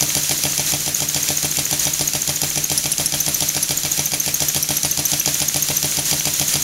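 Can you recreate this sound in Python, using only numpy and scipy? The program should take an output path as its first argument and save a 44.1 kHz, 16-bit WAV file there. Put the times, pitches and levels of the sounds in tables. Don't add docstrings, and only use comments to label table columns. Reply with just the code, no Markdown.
import sys
import numpy as np
from scipy import signal
from scipy.fft import rfft, irfft, next_fast_len
from scipy.io import wavfile
from scipy.ndimage import map_coordinates

SR = 44100
rng = np.random.default_rng(int(sys.argv[2]) if len(sys.argv) > 2 else 0)


def store_pcm(level_fs):
    pcm = np.round(np.clip(level_fs, -1, 1) * 32767).astype(np.int16)
    wavfile.write(sys.argv[1], SR, np.atleast_2d(pcm).T)


N = 292383
SQUEAK_END_S = .0712


def amp(db):
    return 10 ** (np.asarray(db) / 20)


def unit(x):
    return x / np.sqrt(np.mean(x ** 2) + 1e-20)


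def filtered(x, response):
    size = next_fast_len(N + SR // 2)
    return irfft(rfft(x, size) * response(np.fft.rfftfreq(size, 1 / SR)), size)[:N]


def noise(spectrum):
    hz, db = np.transpose(spectrum)
    colour = lambda f: amp(np.interp(np.log(f + 1), np.log(hz), db))
    return unit(filtered(rng.standard_normal(N), colour))


def wobble(rate):
    return map_coordinates(rng.standard_normal(int(N * rate / SR) + 4), [np.arange(N) * rate / SR])


def impulses(times, sizes):
    at = np.round(times * SR).astype(int)
    inside = (at >= 0) & (at < N)
    return np.bincount(at[inside], sizes[inside], N)


def ring(modes, length_s):
    t = np.arange(int(length_s * SR)) / SR
    return sum((-1) ** (k + 1) * amp(db - 60 * t / t60) * np.sin(2 * np.pi * hz * t)
               for k, (hz, db, t60) in enumerate(modes))


def crank(first_knock_s=.0257, effort_scatter_db=0.82, seal_scatter=.05):
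    # from t/s, f/Hz
    speed = [(0, 7.003), (.454, 7.052), (1.305, 7.084), (3.281, 7.0145), (5.134, 7.0314)]
    # t/s, relative level/dB
    effort_curve = [(0, 1.3), (1.4, 0.1), (2.4, 0.2), (3.4, -1), (4.4, -.5), (5.3, 0), (6.6, 1.5)]
    # t/s, seal (0-1)
    seal_curve = [(0, 0.22), (.8, 0), (.95, 0.41), (1.5, 0.19), (2.07, .45), (2.5, 0.1), (2.78, .93),
                  (3.06, 1), (3.2, 0.68), (3.49, 0.58), (3.63, 0.96), (3.77, 0.33), (4.3, .75), (5.2, .8),
                  (5.34, 0.4), (5.77, 0.68), (5.91, 0.12), (6.6, .22)]
    t = np.arange(N) / SR
    since, turn_hz = np.transpose(speed)
    turns = np.cumsum(turn_hz[np.searchsorted(since, t, side="right") - 1]) / SR
    knocks = first_knock_s + np.interp(np.arange(np.ceil(turns[-1])), turns, t)
    chance = rng.standard_normal((len(knocks), 2))
    effort_db = np.interp(knocks, *np.transpose(effort_curve)) + effort_scatter_db * chance[:, 0]
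    seal = np.interp(knocks + SQUEAK_END_S, *np.transpose(seal_curve)) + seal_scatter * chance[:, 1]
    return knocks, effort_db, np.clip(seal, 0, 1)


def linkage(knocks, effort_db, tap_s=.0773, tap_db=-28.5):
    # t/s after the knock, relative level/dB, T60/s, centre f/Hz, width/octaves
    valve_contacts = [(-.0255, -24.5, 0.016, 2600, .6), (-.0183, -13, 0.014, 4770, 0.75),
                      (-.0168, -8.5, .005, 6370, 0.35), (-.0178, -14.5, 0.018, 11300, 0.071),
                      (-.0152, -23, 0.029, 1100, 2.3)]
    rod_contacts = [(-.0014, -13, 0.02, 4010, 0.67), (.0042, -10, 0.0095, 9800, 0.19),
                    (.004, -19.5, 0.085, 3600, 1), (.0112, -21.5, 0.01, 1600, 0.75),
                    (.0115, -16, 0.017, 10500, 0.35), (-.0007, -13.5, 0.016, 6000, 0.073)]
    # the same columns, t/s after the tap
    tap_contacts = [(0.00025, 5.5, 0.012, 2450, 0.66)]
    valve = impacts(valve_contacts, knocks, 1.6 * effort_db, scatter_db=0.4, rasp_gain=0.63)
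    rod = impacts(rod_contacts, knocks, 0.34 * effort_db, scatter_db=1.36, rasp_gain=0.57)
    taps = impacts(tap_contacts, knocks + tap_s, tap_db + 1.9 * effort_db,
                   scatter_db=2.1, rasp_gain=1.0, click_db=19, jitter_s=.0005)
    return valve + rod + taps


def impacts(contacts, times, stroke_db, scatter_db, rasp_gain, click_db=25.5, jitter_s=.00015):
    # f/Hz, relative level/dB, T60/s
    steel_modes = [(2305, -1.5, 0.028), (2700, -4, 0.021), (3237, -2, 0.026), (3720, -2, 0.0069),
                   (4020, -7, 0.0099), (4734, -3, 0.026), (5120, 3, 0.006), (5880, 0, 0.016),
                   (6680, 2.5, 0.0088), (7370, 1, 0.014), (8300, -17, .012), (9300, -25, 0.011),
                   (10480, 1, 0.012), (11100, -2, 0.013), (12100, -1, 0.0057), (13000, -9, .01)]
    t = np.arange(SR // 10) / SR
    rasp, drive = np.zeros(N), np.zeros(N)
    for delay, db, t60, centre_hz, octaves in contacts:
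        chance = rng.standard_normal((len(times), 2))
        sizes = amp(db + stroke_db + scatter_db * chance[:, 1])
        hits = impulses(times + delay + jitter_s * chance[:, 0], sizes)
        envelope = signal.fftconvolve(hits, amp(-60 * t / t60))[:N]
        band = lambda f: f / (f + centre_hz / 2) / (1 + (np.log2((f + 1) / centre_hz) / octaves) ** 2)
        rasp += envelope * unit(filtered(rng.standard_normal(N), band))
        drive += 0.49 * envelope * unit(filtered(rng.standard_normal(N), band))
        drive += amp(click_db) * filtered(hits, band)
    steel = ring(steel_modes, length_s=.04)
    ringing = signal.fftconvolve(drive, steel / np.linalg.norm(steel))[:N]
    return rasp_gain * rasp + .55 * ringing


def bed(knocks, effort_db, scatter_db=0.6):
    # t/s after the knock, relative level/dB, cut-off f/Hz (lower is softer)
    pushes = [(-.017, -10, 3200), (-.0107, 12, 184), (-.0006, 1.04, 1640), (.0039, -1.3, 640),
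              (0.011, -13.5, 1430), (0.0573, -4, 315), (0.075, -12, 720)]
    # f/Hz, relative level/dB, T60/s
    bed_modes = [(49, -68, 0.35), (86.3, -43, 0.22), (128.2, -44, 0.19), (149.5, -31.5, 0.24),
                 (212.5, -49.5, 0.56), (297.2, -29, 0.16), (382, -29.5, 0.029), (498, -85, .02),
                 (599.4, -26, 0.071), (680, -39.5, 0.15), (757.5, -19, 0.028), (940, -40.5, 0.18)]
    force = np.zeros(N)
    for delay, db, cutoff_hz in pushes:
        sizes = amp(db + 0.89 * effort_db + scatter_db * rng.standard_normal(len(knocks)))
        force += filtered(impulses(knocks + delay, sizes), lambda f: 1 / (1 + (f / cutoff_hz) ** 4))
    return signal.fftconvolve(force, ring(bed_modes, length_s=.5))[:N]


def valve_whistle(knocks, seal, settle_hz=6380, rasp_db=-10, scatter_db=0.6, jitter_s=0.00028):
    # seal (0-1), duration t/s, starting f/Hz, fundamental and octave level/dB
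    squeak_by_seal = [(0, .005, 6680, -19.5, -24), (0.398, .0068, 6910, -11, -19.5),
                      (0.748, .009, 5950, -12.5, -14.5), (1, .0118, 4950, -17, -12.8)]
    seals, *columns = np.transpose(squeak_by_seal)
    out = np.zeros(N)
    drift, flutter_db = .035 * wobble(1100), 3.5 * wobble(700)
    rasp = noise([(1000, -13), (3000, -6), (6000, 6), (12000, -1), (16000, -20)])
    for knock, tightness, chance in zip(knocks, seal, rng.standard_normal((len(knocks), 4))):
        length, start_hz, fundamental_db, octave_db = (np.interp(tightness, seals, c) for c in columns)
        end = knock + SQUEAK_END_S + jitter_s * chance[0]
        at = np.arange(int((end - length) * SR), int(end * SR))
        if at[-1] >= N:
            continue
        progress = np.linspace(0, 1, len(at))
        start_hz *= 1 + 0.026 * chance[3]
        hz = (start_hz + (settle_hz - start_hz) * progress ** 1.65) * (1 + drift[at])
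        phase = 2 * np.pi * np.cumsum(hz) / SR
        swell = np.sqrt(np.abs(np.sin(np.pi * progress))) * amp(flutter_db[at])
        fundamental = amp(fundamental_db + scatter_db * chance[1]) * unit(swell * (progress + 0.15))
        octave = amp(octave_db + scatter_db * chance[2]) * unit(swell * (1 - progress) ** 1.7)
        out[at] += fundamental * np.sin(phase) + octave * np.sin(2 * phase)
        out[at] += amp(octave_db + rasp_db) * unit((1 - progress) ** 2.6) * rasp[at]
    return out


def air_leak(knocks, effort_db, seal, outward_db=-23, seal_db=-3.5, scatter_db=1.5):
    # f/Hz, relative spectral level/dB
    leak_spectrum = [(150, -12), (1000, -16.5), (1700, -11.5), (2500, -9.5), (3500, -7.5), (4200, -7.5),
                     (5200, -6), (5900, -1), (7100, -1), (8400, -7), (9400, -9), (10800, -5.5),
                     (13500, -10.5), (15500, -12)]
    # t/s, level/dB at mean seal
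    return_leak = [(0, -22), (1.7, -22), (2.1, -24.5), (3.3, -24.5), (4.5, -23.5), (5.4, -23), (6, -22.5),
                   (6.6, -21.3)]
    outward = outward_db + effort_db
    back = np.interp(knocks, *np.transpose(return_leak)) + seal_db * (seal - seal.mean())
    back += scatter_db * rng.standard_normal(len(knocks))
    stroke_times = np.ravel(knocks[:, None] + [0, 0.06, 0.075, 0.12])
    stroke_db = np.column_stack([outward, outward, back, back]).ravel()
    level_db = np.interp(np.arange(N) / SR, stroke_times, stroke_db)
    hiss = air_passages(noise(leak_spectrum)) * amp(level_db + 0.79 * wobble(40))
    sputter = unit(amp(0.75 * wobble(900)))
    return hiss * sputter


def air_passages(hiss):
    # f/Hz, width/Hz, peak or dip level/dB
    bands = [(2310, 140, -3.5), (4130, 280, 4.5), (6050, 300, 1.5), (8380, 250, 3)]
    gain_db = lambda f: sum(db / (1 + (2 * (f - hz) / width) ** 2) for hz, width, db in bands)
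    return unit(filtered(hiss, lambda f: amp(gain_db(f))))


def exhaust(knocks, level_db=-33, lead_s=.004, rise_s=0.00062, t60=0.38):
    # f/Hz, relative spectral level/dB
    puff_spectrum = [(80, 4), (300, 16), (900, 9), (1500, 6), (2500, 14), (5000, -36), (12000, -62)]
    age = np.arange(SR // 4) / SR
    puff_shape = (1 - np.exp(-age / rise_s)) * amp(-60 * age / t60)
    envelope = signal.fftconvolve(impulses(knocks - lead_s, np.ones(len(knocks))), puff_shape)[:N]
    return amp(level_db) * envelope * noise(puff_spectrum)


def room(x, wall_delay_s=.0085, wall_db=-16, tail_db=-13, t60=0.52):
    t = np.arange(SR // 3) / SR
    tail = rng.standard_normal(len(t)) * amp(-60 * t / t60) * (t > wall_delay_s)
    response = amp(tail_db) * tail / np.linalg.norm(tail)
    response[int(wall_delay_s * SR)] += amp(wall_db)
    return x + signal.fftconvolve(x, response)[:N]


def background(rumble_db=-46):
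    # t/s, level/dB
    drone_curve = [(0, -66), (1.45, -58), (1.9, -48), (2.199, -57), (3.2, -49), (4.1, -59), (5.3, -58),
                   (6.6, -75)]
    # f/Hz, relative spectral level/dB
    rumble_spectrum = [(12, -12), (22, -6), (30, -16), (65, -12), (150, 2.5), (500, -15), (2000, -30)]
    drone_db = np.interp(np.arange(N) / SR, *np.transpose(drone_curve))
    drone = amp(drone_db) * noise([(30, -40), (41, -8), (48, 0), (53, -12), (75, -40), (300, -90)])
    return drone + amp(rumble_db) * noise(rumble_spectrum)


def scene():
    knocks, effort_db, seal = crank()
    treble = linkage(knocks, effort_db) + valve_whistle(knocks, seal)
    machine = bed(knocks, effort_db) + room(treble)
    air = air_leak(knocks, effort_db, seal) + exhaust(knocks)
    return (machine + air + background())[None]


def record(dry, ceiling=.92, notch_hz=7870, notch_width_hz=170, top_hz=15770):
    rounded = dry[0] / (1 + np.abs(dry[0] / ceiling) ** 6) ** (1 / 6)
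    notch = lambda f: np.abs(f - notch_hz) / np.hypot(f - notch_hz, notch_width_hz)
    low_pass = lambda f: 1 / (1 + np.exp(np.clip((f - top_hz) / 30, -50, 50)))
    return filtered(rounded, lambda f: notch(f) * low_pass(f))[None]


dry = scene()
out = record(dry)
store_pcm(out)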